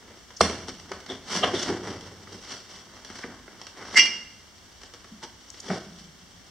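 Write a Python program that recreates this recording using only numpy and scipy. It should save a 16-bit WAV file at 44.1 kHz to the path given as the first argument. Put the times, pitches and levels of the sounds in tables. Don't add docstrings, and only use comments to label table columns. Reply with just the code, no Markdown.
import sys
import numpy as np
from scipy import signal
from scipy.fft import rfft, irfft
from scipy.io import wavfile

SR = 44100
rng = np.random.default_rng(int(sys.argv[2]) if len(sys.argv) > 2 else 0)


def bounce(signal):
    frames = np.transpose(np.atleast_2d(signal))
    limited = np.clip(frames, -1, 1)
    pcm = np.round(limited * 32767).astype(np.int16)
    wavfile.write(sys.argv[1], SR, pcm)


N = 286650
TIME = np.arange(N) / SR


def steps():
    # peak_s, relative level_db, brightness_db, decay_s
    settlings = [(0.421, -29, -5.5, 0.087), (0.689, -34, 0.5, 0.01), (1.094, -36.5, -5.5, 0.058),
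                 (1.474, -23, -14, 0.0055), (1.546, -29.5, -4, 0.021), (1.703, -32, -16, 0.014),
                 (2.872, -50.5, -21, 0.0047), (4.937, -44.5, -0.5, 0.02), (5.733, -32, -14, 0.0088),
                 (5.761, -32, -25, 0.0053)]
    rise_s = 0.0053
    rows = []
    for s, db, bright_db, decay in settlings:
        bass_db = -2 - 0.37 * bright_db
        rows.append((s, db, bass_db, bright_db, rise_s, decay))
    return amp(3) * blows(rows, grains(2200, 4.1))


def crunch():
    # peak_s, level_db, bass_db, treble_db, half_length_s
    shuffles = [(.09, -49, -0.5, -11, 0.054), (0.74, -48.5, -3, 1, 0.058), (0.936, -47, -5, -7, 0.058),
                (1.352, -25, -7, -1.5, 0.028), (1.475, -30.5, 4, -5.5, 0.051), (1.616, -31, -6, 0, 0.037),
                (1.707, -29.5, 1.5, -8.5, 0.033), (1.878, -32.5, 1, -7, 0.04), (2.034, -45.5, 1, -5, .11),
                (2.337, -40.5, 2, -1, 0.028), (2.516, -39.5, -11.5, -0.5, 0.045),
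                (2.738, -44, -9, -0.5, 0.037), (2.98, -48, -5, -6.5, 0.072), (3.182, -43, -11, -2.5, 0.044),
                (3.319, -46, -6, -14, 0.038), (3.585, -53, -5, -11, 0.084),
                (3.814, -40.5, -6.5, -16, 0.032), (3.982, -35, -8, -4, 0.073),
                (5.24, -38, -4.5, -1.5, 0.012), (5.543, -50, -9, 2.5, 0.076),
                (5.714, -36, -2.5, -1.5, 0.041), (5.993, -50.5, -20, 5, 0.048)]
    # boards_db, stones_db, grit_db
    creep_db = (-72.5, -64.5, -58)
    swell_shape = 1.38
    slip_s, slip_db = .012, 3
    power = amp(creep_db)[:, None] ** 2 * np.ones(N)
    for s, db, bass_db, treble_db, half in shuffles:
        distance = abs((TIME - s) / half)
        swell = amp(db) * np.exp(-np.minimum(distance ** swell_shape / 2, 20))
        power += (shares(bass_db, treble_db)[:, None] * swell) ** 2
    weight, stones, grit = np.sqrt(power)

    slips = np.arange(0, N / SR + slip_s, slip_s)
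    lumps = evened(level(slips, slip_db * rng.standard_normal(len(slips))))
    coarse = lumps * grains(2500, 3.45)
    fine = lumps * grains(7000, 2.35)
    return rubble(weight * coarse, stones * coarse, grit * evened(fine + 0.67 * coarse))


def thumps():
    # pitch_hz, width_hz, relative level_db
    floorboards = [(201, 49.5, 1), (272, 72, -6), (371, 61, -2.5), (657, 143, -6), (1270, 130, -1.5),
                   (1800, 1000, 5)]
    # start_s, relative level_db, hardest-driven pitch_hz, decay_s
    treads = [(0.413, -20, 540, 0.0072), (0.428, -26.5, 230, 0.012), (.687, -38.5, 380, 0.0087),
              (0.915, -29, 448, 0.0066), (1.108, -30.5, 480, 0.019), (1.365, -33, 200, 0.025),
              (1.438, -13.5, 750, 0.0081), (1.544, -18, 400, 0.0096), (1.705, -24, 367, 0.034),
              (2.32, -49, 380, 0.043), (3.238, -36, 1800, 0.0059), (5.125, -40.5, 170, 0.021),
              (5.707, -21, 650, 0.0093), (5.711, -24.5, 190, 0.015), (5.76, -31, 546, 0.023),
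              (5.872, -41, 170, 0.0073)]
    drive_octaves = 0.69
    source, out = grains(6000, 3.5), np.zeros((2, N))
    for s, db, drive_hz, decay in treads:
        for hz, width, mode_db in floorboards:
            start, ring = note(source, s, hz, width, decay)
            drive = np.exp(-(np.log2(hz / drive_hz) / drive_octaves) ** 2)
            add(out, start, amp(db + mode_db) * drive * ring)
    return amp(0.5) * ports(out)


def shards():
    # start_s, relative level_db, pitch_hz, decay_s
    trodden = [(.37, -30, 5700, 0.0064), (0.409, -13.5, 4550, 0.0044), (.412, -29, 8500, .03),
               (1.099, -30, 3390, 0.024), (1.437, -12.5, 3060, 0.0093), (1.556, -29.5, 3490, 0.049),
               (1.629, -24.5, 6040, 0.007), (5.236, -34.5, 910, 0.013), (5.503, -27, 6200, .0018),
               (5.603, -25.5, 6170, 0.0022)]
    source, out = grains(6000, 3.5), np.zeros((2, N))
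    for s, db, hz, decay in trodden:
        relative_width = min(0.16 * (0.015 / decay) ** 0.47, 1)
        start, ring = note(source, s, hz, hz * relative_width, decay)
        add(out, start, amp(db) * ring)
    return amp(-5.5) * ports(out)


def knocks():
    # start_s, relative level_db, bass_db, treble_db, decay_s
    contacts = [(0.407, -4, -4.5, -3, 0.0027), (.912, -21.5, -18.5, -12.5, 0.0048),
                (1.434, -15.5, -35, -16.5, 0.011), (1.697, -34, -13, -11, 0.0074),
                (3.096, -31.5, -4.5, -7, 0.0081), (3.239, -31, 4, -13, 0.015),
                (5.697, -26.5, -12, -29, 0.016)]
    hard_rise_s, soft_rise_s, lag_s = 0.00021, 0.002, 0.005
    rows = []
    for s, db, bass_db, treble_db, decay in contacts:
        rise = np.interp(decay, [.006, .012], [hard_rise_s, soft_rise_s])
        rows.append((s + lag_s, db, bass_db, treble_db, rise, decay))
    return amp(-2.5) * blows(rows, grains(12000, 3.5))


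def ticks():
    # start_s, relative level_db, brightness_db
    snaps = [(.303, -33, -9), (.795, -32, 0), (1, -33, 1), (1.06, -29.5, -2), (2.006, -31, 4),
             (2.27, -32, -23), (3.045, -27.5, 1), (3.185, -33, -3), (3.476, -32, -19), (3.612, -28, -1),
             (3.665, -27, -1), (3.849, -30, -16), (3.882, -28.5, -20), (4.813, -34, -2), (4.831, -30.5, -5),
             (5.041, -32.5, -7.5)]
    rise_s, decay_s, lag_s, bass_db = 0.00036, 0.0061, 0.0026, -10
    rows = [(s + lag_s, db, bass_db, bright_db, rise_s, decay_s) for s, db, bright_db in snaps]
    return amp(-7.5) * blows(rows, grains(12000, 1.7))


def board():
    # pitch_hz, level_db, t60_s
    board_modes = [(82.5, -27.5, 0.65), (389, -19, 0.025), (478, -10.5, 0.03), (660, -6, 0.026),
                   (1202, -3, 0.02), (1400, -7, 0.0091), (2108, -26.5, .18), (5216, -22.5, 0.15),
                   (5545, -30, 0.2)]
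    t = np.maximum(TIME - .4083, 0)
    ring = np.zeros(N)
    for k, (hz, db, t60) in enumerate(board_modes):
        sign = (-1) ** k
        ring += sign * amp(db - 60 * np.minimum(t / t60, 3)) * np.sin(2 * np.pi * hz * t)
    return np.array([ring, ring])


def clink():
    # pitch_hz, relative level_db
    metal_modes = [(1610, -24), (1750, -22), (1957, -14), (2058, -2), (2090, -9), (2342, -6), (2763, -5),
                   (2836, -1), (3060, -18), (3250, -13), (4400, -17), (4877, -17), (5080, -13), (5168, -14),
                   (5290, -18), (5541, -12), (5604, -14), (5652, -12), (5812, -14), (5899, -13),
                   (6110, -20), (6175, -21)]
    # time_s, force_db, shift_db from the low to the high modes
    rattle = [(3.944, -37, -4), (3.958, -19, -16), (3.97, 1, -5), (3.986, 0.5, -4), (3.999, -6, 7.5),
              (4.012, -7, 0), (4.024, -42, -8), (4.06, -9, 1), (4.075, -35, -7)]
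    # frequency_hz, density_db per Hz
    scrape_colour = [(30, -36), (120, -14), (200, 10.5), (700, -22), (1400, -12), (2200, 13), (3000, 3),
                     (3800, -14), (4500, 17.5), (5800, 16), (6500, 8), (8300, 4), (10500, -12),
                     (16000, -17)]
    t60_s, onset_s = 0.14, 0.00033
    times, force_db, shift_db = np.transpose(rattle)
    chatter = grains(4000, 3) * level(times, force_db)
    first, t = round(times[0] * SR), TIME[:SR // 2]
    contacts = chatter[:, first:first + len(t)]
    shift = np.interp(times[0] + t, times, shift_db)
    ring = np.zeros((2, N))
    for hz, db in metal_modes:
        mode = amp(-60 * t / t60_s) * (1 - np.exp(-t / onset_s)) * np.sin(2 * np.pi * hz * t)
        tilt = np.clip(3 * np.log2(hz / 2500), -1, 1)
        voice = signal.fftconvolve(contacts * amp(shift * tilt), mode[None], axes=1)
        size = amp(db) * np.linalg.norm(contacts[0])
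        add(ring, times[0], size * voice / np.linalg.norm(voice, axis=1, keepdims=True))
    pan = amp([[-0.75], [0.75]])
    scrape = ports(colour(chatter, scrape_colour))
    return amp(-14) * ports(ring) * pan + amp(-18.5) * scrape


def room(x):
    # frequency_hz, t60_s
    hall_t60 = [(80, 4), (200, 0.93), (600, 0.69), (2000, 0.7), (5500, 0.73), (8500, 0.65), (14000, 0.4)]
    near_db, near_t60_s, build_s = 5, 0.28, 0.012
    hz, t, z = signal.stft(rng.standard_normal((2, SR * 3 // 2)), SR, nperseg=256)
    halls = amp(-60 * t / read(hall_t60, hz)[:, None])
    walls = 1 + amp(near_db - 60 * t / near_t60_s)
    build_up = 1 - np.exp(-(t / build_s) ** 2)
    tail = ports(signal.istft(z * halls * walls * build_up, SR, nperseg=256)[1])
    return signal.fftconvolve(x, tail / np.linalg.norm(tail[0]), axes=1)[:, :N]


def hiss():
    # frequency_hz, density_db per Hz
    hiss_colour = [(20, -17), (48, 1.5), (85, 4), (130, -7.5), (220, -2), (450, -9.5), (800, -10.5),
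                   (1900, -10.5), (2700, -12.5), (3200, -10.5), (4000, -17.5), (5800, -11), (6600, -15),
                   (8300, -19), (10000, -28.5), (15500, -28.5)]
    # frequency_hz, side_db against mid
    hiss_width = [(60, -9.5), (130, -5.5), (290, -4.5), (640, -4), (1410, -3.5), (3100, -1), (6820, 1),
                  (15000, 0.5)]
    return amp(-53) * ports(colour(rng.standard_normal((2, N)), hiss_colour), hiss_width)


def blows(rows, source):
    forces = np.zeros((3, 2, N))
    for s, db, bass_db, treble_db, rise, decay in rows:
        start, cluster = burst(source, s, rise, decay)
        add(forces, start, amp(db) * shares(bass_db, treble_db)[:, None, None] * cluster)
    return rubble(*forces)


def shares(bass_db, treble_db):
    share = amp([bass_db, -4, treble_db])
    return share / np.linalg.norm(share)


def rubble(weight, stones, grit):
    # frequency_hz, density_db per Hz
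    floor_colour = [(30, -39), (70, -16), (100, -3.5), (135, -10), (195, 1), (280, -2), (390, 0.5),
                    (520, -3), (900, -13.5), (3000, -99)]
    # frequency_hz, density_db per Hz
    stone_colour = [(30, -74), (150, -39.5), (380, 5), (600, 2.5), (900, -0.5), (1300, 2), (1700, 0),
                    (2100, 0), (2800, -14), (5000, -60)]
    # frequency_hz, density_db per Hz
    grit_colour = [(1000, -41.5), (2300, -10.5), (3150, 0.5), (3900, -6), (4600, -1), (5800, 2.5),
                   (6600, -10), (8300, -12.5), (9500, -21), (11500, -27), (16000, -40)]
    return ports(colour(weight, floor_colour) + colour(stones, stone_colour) + colour(grit, grit_colour))


def grains(per_s, spread_db):
    happens = rng.random(N) < per_s / SR
    size = amp(spread_db * np.minimum(rng.exponential(1, N), 4)) * happens
    return evened(size * rng.choice([-1., 1.], (2, N)))


def burst(source, s, rise, decay, size=22050):
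    first = max(round(s * SR) - size // 4, 0)
    t = TIME[first:first + size] - s
    shape = np.exp(-np.maximum(-t / max(rise, 1e-4), t / max(decay, 1e-4)).clip(max=40))
    cluster = source[:, first:first + size] * shape
    energy = np.linalg.norm(cluster, axis=1, keepdims=True) + 1e-12
    return first / SR, cluster * np.linalg.norm(shape) / energy


def note(source, s, hz, width, decay):
    build_up = np.sqrt(2) / (np.pi * width)
    start, cluster = burst(source, s - build_up, min(0.0058, decay / 2), decay)
    band = signal.butter(2, [hz - width / 2, hz + width / 2], "bandpass", fs=SR)
    ring = signal.lfilter(*band, cluster)
    return start, ring * np.linalg.norm(cluster[0]) / np.linalg.norm(ring, axis=1, keepdims=True)


def ports(pair, width=None):
    # frequency_hz, side_db against mid
    usual_width = [(30, -21), (70, -17), (250, -38), (500, -26), (1000, -21), (2000, -16), (4000, -7.5),
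                   (8000, -3), (12000, 6.5)]
    size = pair.shape[1]
    mid, side = rfft(pair)
    spread = amp(read(width or usual_width, np.fft.rfftfreq(size, 1 / SR)))
    return irfft(np.array([mid + spread * side, mid - spread * side]) / np.hypot(1, spread), size)


def colour(x, points, size=2048):
    log_gain = np.log(amp(read(points, abs(np.fft.fftfreq(size, 1 / SR)))))
    taps = np.fft.ifft(np.exp(np.conj(signal.hilbert(log_gain)))).real
    return signal.oaconvolve(x, taps[None] / np.linalg.norm(taps), axes=1)[:, :N]


def level(times, db):
    outside = np.maximum(np.maximum(times[0] - TIME, TIME - times[-1]), 0)
    return amp(np.interp(TIME, times, db)) * np.exp(-outside / 0.006)


def read(points, hz):
    f, value = np.transpose(points)
    return np.interp(np.log(hz + 1), np.log(f + 1), value)


def amp(db):
    return 10 ** (np.asarray(db) / 20)


def evened(x):
    return x / np.sqrt(np.mean(x ** 2) + 1e-20)


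def add(mix, s, sound):
    part = mix[..., max(round(s * SR), 0):][..., :sound.shape[-1]]
    part += sound[..., :part.shape[-1]]


def scene():
    layers = [  # sound, level sent to the room in dB
        (steps(), -11.5),
        (crunch(), -7.5),
        (thumps() + shards(), -9.5),
        (knocks(), -5),
        (ticks(), -4),
        (board(), -14),
        (clink(), -10.5),
    ]
    direct = sum(sound for sound, _ in layers)
    sent = sum(amp(send_db) * sound for sound, send_db in layers)
    return direct + room(sent) + hiss()


def record(dry):
    # frequency_hz, width_hz
    notches = [(2500, 280), (5000, 187), (7000, 78), (8000, 13)]
    for hz, width in notches:
        dry = signal.lfilter(*signal.iirnotch(hz, hz / width, SR), dry)
    band_edge = signal.firwin(511, 15850, window=("kaiser", 9), fs=SR)  # low-pass, Hz
    return signal.oaconvolve(np.clip(dry, -1, 1), band_edge[None], "same")


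dry = scene()
out = record(dry)
bounce(out)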